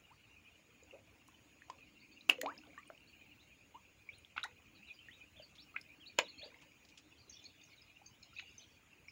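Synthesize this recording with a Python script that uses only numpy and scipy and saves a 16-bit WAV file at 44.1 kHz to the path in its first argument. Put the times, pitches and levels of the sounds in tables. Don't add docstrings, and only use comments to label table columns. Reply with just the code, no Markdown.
import sys
import numpy as np
from scipy import signal
from scipy.fft import rfft, irfft
from scipy.io import wavfile
from scipy.ndimage import uniform_filter1d

SR = 44100
rng = np.random.default_rng(int(sys.argv[2]) if len(sys.argv) > 2 else 0)


def log_audio(samples):
    frames = np.atleast_2d(samples).T
    limited = np.clip(frames, -1, 1)
    pcm = np.round(limited * 32767).astype(np.int16)
    wavfile.write(sys.argv[1], SR, pcm)


N = 401751


def amp(db):
    return 10 ** (np.asarray(db) / 20)


def unit(x):
    return x / np.sqrt(np.mean(x ** 2) + 1e-20)


def read(points, hz):
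    f, value = np.transpose(points)
    return np.interp(np.log(hz + 1), np.log(f + 1), value)


def level(points):
    return amp(np.interp(np.arange(N) / SR, *np.transpose(points)))


def add(mix, s, sound):
    part = mix[max(round(s * SR), 0):][:len(sound)]
    part += sound[:len(part)]


def noise(points):
    spectrum = rfft(rng.standard_normal(N))
    gain = amp(read(points, np.fft.rfftfreq(N, 1 / SR)))
    return unit(irfft(spectrum * gain, N))


def drift(per_s):
    knots = rng.standard_normal(4000)
    return unit(np.interp(np.arange(N) / SR * per_s, np.arange(len(knots)), knots))


def uneven(x, depth_db, size=512):
    z = signal.stft(x, SR, nperseg=size)[2]
    field = uniform_filter1d(rng.standard_normal(z.shape), size=3, axis=0)
    field = uniform_filter1d(field, size=5, axis=1)
    return unit(signal.istft(z * amp(depth_db * unit(field)), SR, nperseg=size)[1][:N])


def colour(x, points, size=2048):
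    cepstrum = irfft(np.log(amp(read(points, np.fft.rfftfreq(size, 1 / SR)))))
    cepstrum[1:size // 2] *= 2
    cepstrum[size // 2 + 1:] = 0
    response = irfft(np.exp(rfft(cepstrum)))
    return signal.oaconvolve(x, response)[:N]


# pitch_hz, relative level_db
ECHO_TONE = [(100, 3), (300, 4.5), (900, 2), (2500, -1.5), (6000, -0.5), (14000, -2)]
# pitch_hz, decay_s
ECHO_DECAY = [(300, 0.19), (800, 0.14), (2500, 0.15), (6000, 0.13), (14000, 0.033)]


def garden(x, stretch, delay=.006, size=256):
    taps = rng.standard_normal(SR // 2) * (rng.random(SR // 2) < .08)
    hz, t, z = signal.stft(taps, SR, nperseg=size)
    fall_db = 60 * t / (stretch * read(ECHO_DECAY, hz)[:, None])
    z = z * amp(read(ECHO_TONE, hz)[:, None] - fall_db)
    tail = np.r_[np.zeros(int(delay * SR)), signal.istft(z, SR, nperseg=size)[1]]
    return signal.oaconvolve(x, tail / np.linalg.norm(tail))[:N]


# centre pitch_hz, mean level_db
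HUM_AND_WHINES = [(85, -87.5), (6718, -87.5), (15385, -100), (15601, -100)]


def hum_and_whines(waver_hz=2.5, throb_db=4.0):
    out = np.zeros(N)
    for hz, db in HUM_AND_WHINES:
        pitch = hz + waver_hz * drift(7.9)
        tone = unit(np.sin(2 * np.pi * np.cumsum(pitch) / SR))
        out += amp(db + throb_db * drift(6.9)) * tone
    return out


# pitch_hz, relative level_db
AIR_SPECTRUM = [(15, -33), (30, -20), (65, 1), (95, 1.5), (160, -3.5), (300, -7.5), (520, -10.5),
                (900, -14), (1700, -14.5), (3500, -24), (7000, -19), (15000, -30.5)]


def outdoor_air(level_db=-70):
    return amp(level_db + .5 * drift(3.3)) * uneven(noise(AIR_SPECTRUM), depth_db=3.0)


# pitch_hz, relative level_db
BREEZE_SPECTRUM = [(20, -39.5), (60, 0), (110, -2.5), (200, -10.5), (600, -38.5)]


def breeze(level_db=-82):
    return amp(level_db + 1.6 * drift(15)) * noise(BREEZE_SPECTRUM)


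# pitch_hz, relative level_db
LAPPING_SPECTRUM = [(90, -23.5), (170, -5.5), (240, 1), (305, 7.5), (380, -10.5), (550, -15), (1000, -33),
                    (2000, -51.5)]
# time_s, level_db
LAPPING_CURVE = [(0.0, -84), (0.23, -85), (0.94, -72.5), (1.12, -77), (2.06, -73.5), (2.49, -66),
                 (2.86, -75.5), (3.35, -76), (3.73, -85), (4.39, -86.5), (4.72, -69), (4.87, -82),
                 (6.17, -73), (6.27, -72), (6.47, -78), (7.28, -77), (7.89, -82), (9.11, -82)]


def lapping(trim_db=2):
    return amp(trim_db) * level(LAPPING_CURVE) * uneven(noise(LAPPING_SPECTRUM), depth_db=2.0)


# pitch_hz, relative level_db
TWITTER_SPECTRUM = [(1700, -28), (2130, -6.5), (2270, -8.5), (2420, 3.5), (2660, -2.5), (2800, 0.5),
                    (3100, -9), (3700, -28)]
# time_s, level_db
TWITTER_CURVE = [(0.0, -79), (0.33, -68), (1.34, -76.5), (1.9, -68), (2.97, -71.5), (3.17, -62.5),
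                 (3.83, -75.5), (4.23, -73.5), (4.94, -65), (5.07, -69.5), (6.04, -72), (6.32, -65.5),
                 (7.08, -76), (7.76, -64), (8.14, -73), (8.5, -64), (8.8, -77), (9.11, -71)]


def distant_birds(trim_db=-7):
    blur = uneven(noise(TWITTER_SPECTRUM), depth_db=7.0)
    return amp(trim_db + 0.87 * drift(8)) * level(TWITTER_CURVE) * blur


def whistle(length, db, pitches):
    u = np.linspace(0, 1, int(length * SR))
    bend = np.polyfit(np.linspace(0, 1, len(pitches)), pitches, len(pitches) - 1)
    quaver = unit(uniform_filter1d(rng.standard_normal(len(u)), size=70))
    hz = np.polyval(bend, u) * (1 + 0.014 * quaver)
    return amp(db) * signal.windows.tukey(len(u), .5) * np.sin(2 * np.pi * np.cumsum(hz) / SR)


# time_s, level_db
CHIRPS_CURVE = [(0.0, -78), (1.04, -83.5), (1.93, -79), (2.46, -73), (2.71, -81), (6.06, -79.5),
                (6.34, -73), (6.65, -81), (7.15, -75.5), (7.54, -71), (8.02, -77.5), (8.6, -73.5),
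                (8.7, -73), (9.11, -93)]


def chatter(trim_db=-2.0, low_hz=3000, high_hz=6300, bend=0.11, spread_db=9, count=750):
    out = np.zeros(N)
    for k, (when, length, weak, height, *turns) in enumerate(rng.random((count, 7))):
        middle_hz = low_hz * (high_hz / low_hz) ** height
        pitches = middle_hz * (1 + bend * (2 * np.array(turns) - 1))
        s = (k + when) / count * N / SR
        add(out, s, whistle(.006 + 0.04 * length, -spread_db * weak, pitches))
    blurred = unit(out + amp(-2.5) * garden(out, stretch=1.6))
    return amp(trim_db) * level(CHIRPS_CURVE) * blurred


def background():
    return outdoor_air() + breeze() + lapping() + distant_birds() + chatter()


CLIMB_OCTAVES_PER_S, DROP_OCTAVES_PER_S = 18, 12
TURN_S = 0.00592


def arch(length, top_hz, turn, count=7):
    t = (np.linspace(0, 1, count) - turn) * length
    speed = np.where(t < 0, CLIMB_OCTAVES_PER_S, DROP_OCTAVES_PER_S)
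    return top_hz * 2 ** (-speed * (np.hypot(t, TURN_S) - TURN_S))


CHIP_S, CHIP_GLIDE_OCTAVES = 0.0094, -0.082


def chip(db, hz):
    return whistle(CHIP_S, db, hz * 2 ** (CHIP_GLIDE_OCTAVES * np.array([-.5, .5])))


# start_s, length_s, level_db, top pitch_hz, share of the note before the top
BIRD_NOTES = [ (1.996, .04, -66.5, 4650, .5), (2.112, 0.034, -66.5, 4600, 0.41),
              (3.068, 0.038, -66, 4550, .5), (3.391, 0.047, -67, 4080, 0.55),
              (4.119, 0.057, -64.5, 4250, 0.61), (4.745, 0.042, -66.5, 4460, 0.25),
              (4.865, 0.046, -64, 3980, .3), (4.933, .035, -66, 4920, 0.42),
              (5.106, 0.056, -63.5, 3860, 0.64), (5.356, 0.059, -63, 3570, 0.36),
              (5.418, .035, -57.5, 4780, .35), (5.576, 0.046, -57.5, 4600, 0.82),
              (5.618, .02, -59, 5440, .5), (5.996, 0.058, -64.5, 3330, 0.27),
              (6.056, 0.039, -53.5, 4480, 0.65), (6.23, 0.048, -58.5, 3900, 0.344),
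              (6.278, 0.036, -52.5, 4420, 0.39), (6.377, 0.034, -53.5, 4470, 0.46),
              (6.412, 0.049, -51.5, 4690, 0.86), (7.174, 0.056, -65.5, 4800, 0.45),
              (7.449, 0.023, -51.5, 4500, 0.71), (8.367, .027, -56.5, 3920, 0.53),
              (8.589, 0.055, -65.5, 4230, 0.73), (9.075, 0.029, -58, 5770, 0.075)]
# start_s, level_db, middle pitch_hz
BIRD_TICKS = [(7.295, -48.5, 6360), (7.342, -55, 5620), (7.392, -57.5, 3470), (7.636, -58, 6500),
              (7.817, -57, 5020), (8.061, -51, 6400), (8.059, -55, 4670), (8.226, -55, 5180),
              (8.228, -54, 4240), (8.228, -61, 6650), (8.579, -47, 6140)]
# start_s, length_s, highest level_db
TICK_FLURRIES = [(7.291, 0.18, -55), (7.602, 0.24, -62), (8.332, 0.073, -60.5), (8.449, .2, -62.5)]


def bird(low_hz=3300, high_hz=6600, spread_db=16, count=20):
    out = np.zeros(N)
    for s, length, db, top_hz, turn in BIRD_NOTES:
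        add(out, s, whistle(length, db, arch(length, top_hz, turn)))
    for s, db, hz in BIRD_TICKS:
        add(out, s, chip(db, hz))
    for s, length, db in TICK_FLURRIES:
        for when, height, weak in rng.random((count, 3)):
            hz = low_hz * (high_hz / low_hz) ** height
            add(out, s + when * length, chip(db - spread_db * weak, hz))
    return out


def bubble(db, hz, rise, swell, decay):
    t = np.arange(0, 2 * swell + 7 * decay, 1 / SR)
    pitch = hz * 2 ** np.clip(rise * t, -1, 1)
    shape = (1 - np.exp(-(t / swell) ** 2)) * np.exp(-t / decay)
    return amp(db) * shape / shape.max() * np.sin(2 * np.pi * np.cumsum(pitch) / SR)


# start_s, length_s, highest level_db of the droplets and small bubbles
SURFACE_STIRS = [(0.819, 0.51, -66.5), (1.679, .13, -63.5), (2.295, .043, -49.5), (2.433, 0.072, -56.5),
                 (2.52, 0.19, -56), (2.721, 0.31, -60.5), (4.365, 0.17, -64), (6.389, 0.091, -56.5),
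                 (6.5, 0.16, -61.5), (8.312, 0.16, -75)]


def ripples(level_db=-69, spread_db=14, low_hz=420, high_hz=9000, cycles=7.8, tilt_db=-3, count=30):
    out = np.zeros(N)
    calm = [(s, 1, level_db) for s in range(N // SR)]
    for s, length, db in SURFACE_STIRS + calm:
        for when, small, weak in rng.random((count, 3)):
            hz = low_hz * (high_hz / low_hz) ** small
            bubble_db = db + tilt_db * small - spread_db * weak
            add(out, s + when * length, bubble(bubble_db, hz, 6.9, 1 / hz, cycles / hz))
    return out


# start_s, length_s, peak level_db of the tone, first pitch_hz,
# glide in octaves per s (negative falls)
WATER_SUCKS = [(0.105, 0.048, -60, 770, 24.5), (0.927, 0.063, -52, 486, 11),
               (2.2968, 0.005, -18, 2996, -71), (2.434, 0.033, -36, 547, 17), (2.457, .082, -38, 800, 19),
               (3.743, 0.049, -50, 834, 15), (4.448, 0.03, -45.5, 730, 35), (5.741, 0.036, -54.5, 1215, 13),
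               (5.76, 0.019, -43, 1920, 28)]
SLURP_SKEW, SLURP_TAPER = 0.45, 2
GURGLE_HZ, GURGLE_DB_PER_OCTAVE = 560, -14.5


def slurps(gurgle_db=-12, flutter=.18):
    out = np.zeros(N)
    gurgle = amp(gurgle_db) * noise([(120, -56), (280, 18), (600, 6.5), (1200, -1.5), (3000, -49)])
    flow = 1 + flutter * drift(350)
    for s, length, db, hz, rise in WATER_SUCKS:
        t = np.arange(0, length, 1 / SR)
        now = round(s * SR) + np.arange(len(t))
        shape = abs(np.sin(np.pi * (t / length) ** SLURP_SKEW)) ** SLURP_TAPER
        tone = np.sin(2 * np.pi * np.cumsum(hz * 2 ** (rise * t)) / SR)
        gurgle_gain = amp(GURGLE_DB_PER_OCTAVE * np.log2(hz / GURGLE_HZ))
        add(out, s, amp(db) * shape * (flow[now] * tone + gurgle_gain * gurgle[now]))
    return out


RISE_OCTAVES, SWELL_SHARE = 0.078, 0.12


def plop(db, hz, decay):
    return bubble(db, hz, RISE_OCTAVES / decay, SWELL_SHARE * decay, decay)


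def noise_burst(db, decay, low_hz, high_hz, grain_db=4.5, swell=0.24, size=6000):
    t = np.arange(size) / SR
    clicks, clumps = rng.standard_normal((2, size))
    shape = (1 - np.exp(-t / (swell * decay))) * np.exp(-t / decay)
    grain = amp(grain_db * unit(uniform_filter1d(clumps, size=24)))
    clicks = clicks * shape * grain
    clicks = signal.lfilter(*signal.butter(4, min(high_hz, .45 * SR), fs=SR), clicks)
    clicks = signal.lfilter(*signal.butter(3, low_hz, "high", fs=SR), clicks)
    return amp(db) * unit(clicks) * np.sqrt(np.mean(shape ** 2)) / shape.max()


# start_s, level_db before the mode gains, lowest starting pitch_hz,
# decay_s of the lowest mode
MOUTH_SNAPS = [(2.2923, -38, 363, 0.0064), (2.777, -46.5, 1116, 0.011), (4.363, -47, 827, 0.0076),
               (5.7632, -36, 1480, .003), (6.1872, -23.5, 577, 0.0041)]
# multiple of the lowest pitch, gain_db
MOUTH_MODES = [(1, 0.5), (1.58, 0.5), (2.6, -4.5)]
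# pitch_hz, gain_db
FLESH_LOSS = [(2300, -0.5), (3400, -44)]
SPRAY_DB, SPRAY_LAG_S, SPRAY_DECAY_S, SPRAY_LOW_HZ, SPRAY_HIGH_HZ = -26, 0.0065, 0.011, 500, 3600


def gulps():
    out = np.zeros(N)
    for s, db, hz, decay in MOUTH_SNAPS:
        for multiple, mode_db in MOUTH_MODES:
            mode_hz = hz * multiple
            ring_db = db + mode_db + read(FLESH_LOSS, mode_hz)
            add(out, s, plop(ring_db, mode_hz, decay / np.sqrt(multiple)))
        spray_low_hz = max(hz, SPRAY_LOW_HZ)
        spray = noise_burst(db + SPRAY_DB, SPRAY_DECAY_S, spray_low_hz, SPRAY_HIGH_HZ, grain_db=3.5)
        add(out, s + SPRAY_LAG_S, spray)
    return out


# start_s, peak level_db, starting pitch_hz, decay_s
AIR_POCKETS = [ (.825, -57, 476, .0075), (.834, -55.5, 6800, 0.0032), (.910, -56.5, 2670, 0.0042),
               (1.286, -52.5, 985, 0.0026), (1.62, -48.5, 1710, 0.0029), (1.699, -37, 956, 0.005),
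               (2.209, -52, 3830, 0.0043), (2.383, -42.5, 495, 0.027), (2.4154, -34.5, 1776, 0.0029),
               (2.433, -33.5, 556, 0.0064), (2.4587, -28, 760, 0.0039), (2.520, -51, 900, 0.011),
               (2.578, -45, 4950, 0.0032), (2.787, -56.5, 7240, 0.0034), (2.876, -49.5, 8350, .0025),
               (2.901, -40.5, 597, 0.0049), (4.089, -47, 2203, 0.0068), (4.184, -49, 8940, 0.0018),
               (4.248, -50.5, 3250, 0.002), (4.3787, -28, 1396, .0026), (4.431, -34.5, 3700, 0.0048),
               (4.438, -34, 1370, 0.0055), (4.444, -40.5, 1800, 0.0065), (4.795, -60.5, 195, .025),
               (4.829, -58, 2450, .004), (5.085, -47, 1790, 0.0067), (5.398, -48.5, 580, .0079),
               (5.813, -47.5, 4870, .0027), (6.1868, -28.5, 2874, 0.0026), (6.1873, -23, 6750, 0.0022),
               (6.429, -49, 570, 0.014), (6.543, -56, 1980, .003), (6.461, -46.5, 480, 0.0044),
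               (8.016, -55, 772, 0.0063), (8.33, -59.5, 1310, 0.0092), (8.364, -54.5, 2460, 0.0089),
               (8.385, -47, 2505, .009), (8.425, -61, 746, .009), (9.083, -51.5, 2190, 0.004)]
# start_s, level_db at the height of the burst, decay_s, lowest edge_hz, highest edge_hz
SMACKS_AND_RUSTLES = [ (1.276, -62, .006, 6000, 11100), (1.6995, -47.5, 0.0017, 700, 6600),
                      (2.2907, -40, 0.0094, 4000, 12900), (2.291, -33, 0.0089, 300, 2370),
                      (2.298, -30, 0.0017, 2500, 12700), (2.3832, -56, .001, 700, 3200),
                      (2.412, -44, 0.0029, 3240, 4930), (2.4148, -31, 0.00064, 6340, 14200),
                      (2.4607, -43, 0.0013, 1980, 3780), (2.901, -43, 0.0012, 444, 1300),
                      (4.3649, -53.5, .0067, 900, 4200), (4.3776, -38.5, 0.0029, 885, 2760),
                      (4.438, -45.5, 0.0049, 3730, 9500), (4.388, -57, .017, 1200, 3470),
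                      (5.552, -64, 0.013, 3000, 5500), (5.812, -60, .003, 4500, 11000),
                      (6.1816, -50, 0.003, 600, 3520), (6.188, -27.5, 0.0011, 3470, 5240),
                      (6.186, -43.5, 0.0044, 6500, 14200), (6.1874, -29.5, 0.0043, 417, 3800),
                      (6.1975, -36.5, .002, 500, 4190), (6.613, -64, 0.012, 500, 6940),
                      (6.849, -61, .004, 4330, 5600), (6.885, -64.5, 0.014, 3000, 6500),
                      (6.974, -57, 0.011, 2900, 7050), (8.394, -48, 0.0053, 1620, 3680)]


def feeding():
    out = np.zeros(N)
    for s, *pocket in AIR_POCKETS:
        add(out, s, plop(*pocket))
    for s, *burst in SMACKS_AND_RUSTLES:
        add(out, s, noise_burst(*burst))
    return out + gulps() + slurps()


def scene():
    water, song = feeding() + ripples(), bird()
    water = water + amp(-16) * garden(water, stretch=0.95)
    song = song + amp(-7.5) * garden(song, stretch=1.3)
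    return (water + song + background() + hum_and_whines())[None]


# pitch_hz, gain_db
MICROPHONE_RESPONSE = [(1800, -0.5), (2150, 6.5), (2430, 9.5), (2800, 7.5), (3400, 2.5), (5000, -1.5),
                       (5900, -4), (6850, 1.5), (8000, -8.5), (10500, -4), (13300, -8), (15200, 6.5)]
EDGE_HZ = 15900


def record(dry):
    heard = colour(dry[0], MICROPHONE_RESPONSE)
    band_limit = signal.firwin(511, EDGE_HZ, window=("kaiser", 9), fs=SR)
    return signal.oaconvolve(heard, band_limit, "same")[None]


dry = scene()
out = record(dry)
log_audio(out)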